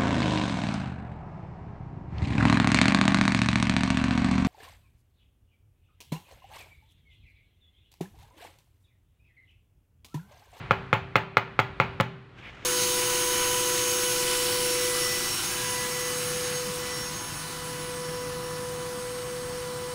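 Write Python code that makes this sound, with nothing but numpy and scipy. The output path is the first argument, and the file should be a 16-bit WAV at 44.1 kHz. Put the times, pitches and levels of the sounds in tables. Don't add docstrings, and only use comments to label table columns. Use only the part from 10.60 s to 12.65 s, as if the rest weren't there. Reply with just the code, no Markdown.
import sys
import numpy as np
from scipy import signal
from scipy.fft import rfft, irfft
from scipy.io import wavfile

SR = 44100
rng = np.random.default_rng(int(sys.argv[2]) if len(sys.argv) > 2 else 0)


def unload_wav(signal):
    wavfile.write(
        sys.argv[1],
        SR,
        np.round(np.clip(np.atleast_2d(signal).T, -1, 1) * 32767).astype(np.int16),
    )


N = 90404

# (frequency [Hz], relative density [dB])
SAND_SPECTRUM = [(1000, 12), (3000, 9.5), (4400, -2), (5100, -13), (6900, -8.5), (8000, -17.5),
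                 (10500, -27), (13400, -20.5), (14100, -24), (15300, -14)]


def tapping():
    # (time [s], knock level [dB], extra thud [dB], extra brightness [dB],
    # crunch gain [dB], rebound gain [dB], reverberation gain [dB])
    blows = [(-0.11, -1.5, 0.5, 10, 8, -31, -2.5), (0.109, 1.5, -0.5, -1.5, -2, -25.5, 0),
             (0.3291, -1, 2.5, 4.5, 1, -26, 1), (0.5563, 0.5, 0.5, 4.5, 2.5, -22, 0),
             (0.7698, 0.5, -3.5, 5.5, 1, -26, -1.5), (0.991, 0.5, -3.5, 2, 3, -16, -0.5),
             (1.2003, -2.5, 3, 6, -2, -37, 2), (1.4003, -5.5, 5.5, 5, 1.5, -14.5, 0)]
    # (frequency [Hz], relative level [dB], T60 [s])
    strip_modes = [(150, -7.5, 0.03), (550, -16.5, 0.045), (858.4, -21.5, 0.068), (1182, -18, 0.024),
                   (1312, -14, 0.031), (1378, -10.5, 0.022), (1673, -14.5, 0.017), (2108, -9, 0.013),
                   (2410, -18, 0.022), (3200, -28, .012), (3407, -24, 0.017), (4093, -22.5, 0.015)]
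    # (delay [s], gain [dB])
    reflections = [(.00275, -21), (.0078, -21), (.0172, -28.5), (.0186, -27), (0.0254, -24)]
    lead_s, rebound_s, lowest_hz = .2, .0093, 72.5
    mode_scatter_db = 1.27
    diffuse_db, diffuse_damping = 3.5, 4.3
    lead, t = int(lead_s * SR), seconds(SR // 10)
    out, bands = np.zeros(N + lead), room_bands()
    for onset_s, level_db, thud_db, bright_db, crunch_db, rebound_db, room_db in blows:
        start, blow = onset_s + lead_s, (level_db, thud_db, bright_db)
        modes = [(hz, db + mode_scatter_db * rng.standard_normal(), t60) for hz, db, t60 in strip_modes]
        broad_modes = [(hz, db + diffuse_db, t60 / diffuse_damping) for hz, db, t60 in modes]
        knock = strip_knock(modes, blow, t)
        sand = from_db(crunch_db) * sand_crunch(t)
        add(out, start, knock + sand)
        add(out, start + rebound_s, from_db(rebound_db) * (knock + rebound_grit(t)))
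        for delay, db in reflections:
            add(out, start + delay, from_db(db) * (knock + sand))
        add(out, start, standing_waves(blow))
        scattered = strip_knock(broad_modes, blow, t) + sand
        add(out, start, from_db(room_db) * reverberation(scattered, bands))
    return signal.sosfilt(signal.butter(3, lowest_hz, "high", fs=SR, output="sos"), out)[lead:]


def strip_knock(modes, blow, t, contact_hz=2270, radiation_hz=216):
    # (frequency [Hz], Q [1])
    dispersion = [(1700, 0.24), (1900, 1.72)]
    knock = -modal_ring(modes, blow, t)
    for hz, q in dispersion:
        omega = 2 * np.pi * hz / SR
        width = np.sin(omega) / (2 * q)
        denominator = [1 + width, -2 * np.cos(omega), 1 - width]
        knock = signal.lfilter(denominator[::-1], denominator, knock)
    knock = signal.lfilter(*signal.butter(2, contact_hz, fs=SR), knock)
    return signal.lfilter(*signal.butter(2, radiation_hz, "high", fs=SR), knock)


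def modal_ring(modes, blow, t, thud_hz=523, middle_hz=1350, bright_hz=2130):
    level_db, thud_db, bright_db = blow
    colour = [(thud_hz, thud_db), (middle_hz, 0), (bright_hz, bright_db)]
    return sum(from_db(db + level_db + at_hz(colour, hz)) * decay(t, t60) * np.sin(2 * np.pi * hz * t)
               for hz, db, t60 in modes)


def sand_crunch(t, rise_s=.0012, hold_s=.011):
    envelope = np.minimum(t / rise_s, 1) * decay(t - hold_s, t60=.022)
    return from_db(-27) * noise(SAND_SPECTRUM, len(t)) * envelope


def rebound_grit(t):
    return from_db(-4.5) * noise(SAND_SPECTRUM, len(t)) * decay(t, t60=.018)


def standing_waves(blow, rise_s=.012):
    # (frequency [Hz], relative level [dB], T60 [s])
    room_modes = [(112.7, -22, 0.13), (129.83, -37.5, 0.99), (162.7, -41, 0.96), (282.7, -49, .25),
                  (388.5, -39, 0.93), (547, -34, 0.071), (867, -34, .3), (1398, -38, 0.4),
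                  (2505, -35.5, 0.14)]
    t = seconds(SR)
    return modal_ring(room_modes, blow, t) * np.minimum(t / rise_s, 1)


def reverberation(source, bands):
    white = rng.standard_normal((2, len(bands[0][1])))
    response = sum(envelope * signal.sosfilt(sos, white[k % 2])
                   for k, (sos, envelope) in enumerate(bands))
    return signal.fftconvolve(source, response)


def room_bands(early_t60=.2, onset_s=.0094):
    # (frequency [Hz], early energy [dB], late energy [dB], late T60 [s])
    field = [(79.6, -8, 2.5, 1), (205, -13, -8.5, 0.8), (327, -23, -19, 0.85), (486, -12, -17, 0.7),
             (883, -4.5, -12.5, 0.63), (1320, -11.5, -17, 0.64), (2050, -4, -14.5, 0.82),
             (3170, -6.5, -11.5, 0.61), (6340, -12, -7.5, 0.25), (13700, -5, -20, 0.31)]
    t, edges_hz = seconds(SR * 3 // 4), 70 * 2 ** (np.arange(17) / 2)
    bands = []
    for low, high in zip(edges_hz, edges_hz[1:]):
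        early_db, late_db, late_t60 = (at_hz(field, np.sqrt(low * high), k) for k in (1, 2, 3))
        power = sum((from_db(db) * decay(t, t60)) ** 2 * 2 * np.log(1000) / (t60 * SR)
                    for db, t60 in [(early_db, early_t60), (late_db, late_t60)])
        envelope = np.sqrt(power) * np.clip(t / onset_s - .5, 0, 1)
        bands.append((signal.butter(2, [low, high], "band", fs=SR, output="sos"), envelope))
    return bands


def rustle(grain_db=2, grains_per_s=300):
    # (frequency [Hz], relative density [dB])
    spectrum = [(60, -12), (150, 2), (230, 1.5), (400, -6), (700, -4), (1000, -8), (1600, -4), (2200, -3.5),
                (3000, -7), (4500, -21.5), (7000, -26.5), (10000, -44), (15000, -51)]
    # (time [s], level [dB])
    levels = [(1.72, -87), (1.78, -49), (1.83, -50), (1.87, -47.5), (1.91, -49.5), (1.98, -51), (2.04, -48)]
    t = seconds(N)
    flicker_db = grain_db * np.interp(t * grains_per_s, np.arange(N), rng.standard_normal(N))
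    return from_db(np.interp(t, *np.transpose(levels)) + flicker_db) * noise(spectrum, N)


def scuff(peak_s=1.868, width_s=.039):
    # (frequency [Hz], relative density [dB])
    spectrum = [(1400, -23), (2150, -2), (3300, -14), (7000, -49)]
    envelope = np.exp(-((seconds(N) - peak_s) / width_s) ** 2)
    return from_db(-44.5) * envelope * noise(spectrum, N)


def background():
    # (frequency [Hz], relative density [dB])
    spectrum = [(30, -18), (43, -6), (54, 5), (66, -3.5), (120, 5.5), (160, -2.5), (220, -9), (350, -8),
                (600, -13), (1400, -11.5), (2600, -19), (4200, -27.5), (5500, -39.5), (9000, -49),
                (16000, -66)]
    # (time [s], level [dB])
    levels = [(0, -40.5), (0.7, -51.5), (1.302, -44.5), (1.649, -52.5), (2.04, -49)]
    return from_db(np.interp(seconds(N), *np.transpose(levels))) * noise(spectrum, N)


def from_db(db):
    return 10 ** (np.asarray(db) / 20)


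def at_hz(points, hz, column=1):
    table = np.array(points)
    return np.interp(np.log(np.maximum(hz, 1)), np.log(table[:, 0]), table[:, column])


def seconds(size):
    return np.arange(size) / SR


def decay(t, t60):
    return np.exp(-np.log(1000) * np.maximum(t, 0) / t60)


def noise(spectrum, size):
    hz = np.arange(size // 2 + 1) * SR / size
    shaped = irfft(rfft(rng.standard_normal(size)) * from_db(at_hz(spectrum, hz)), size)
    return shaped / np.std(shaped)


def add(out, start_s, x):
    i = int(round(start_s * SR))
    out[i:i + len(x)] += x[:len(out) - i]


def scene():
    return (tapping() + rustle() + scuff() + background())[None]


def record(dry, ceiling=.95, cutoff_hz=15700):
    knee = ceiling / 2
    excess = np.maximum(np.abs(dry) - knee, 0)
    rounded = dry - np.sign(dry) * (excess - knee * np.tanh(excess / knee))
    return signal.sosfilt(signal.cheby1(12, .5, cutoff_hz, fs=SR, output="sos"), rounded)


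dry = scene()
out = record(dry)
unload_wav(out)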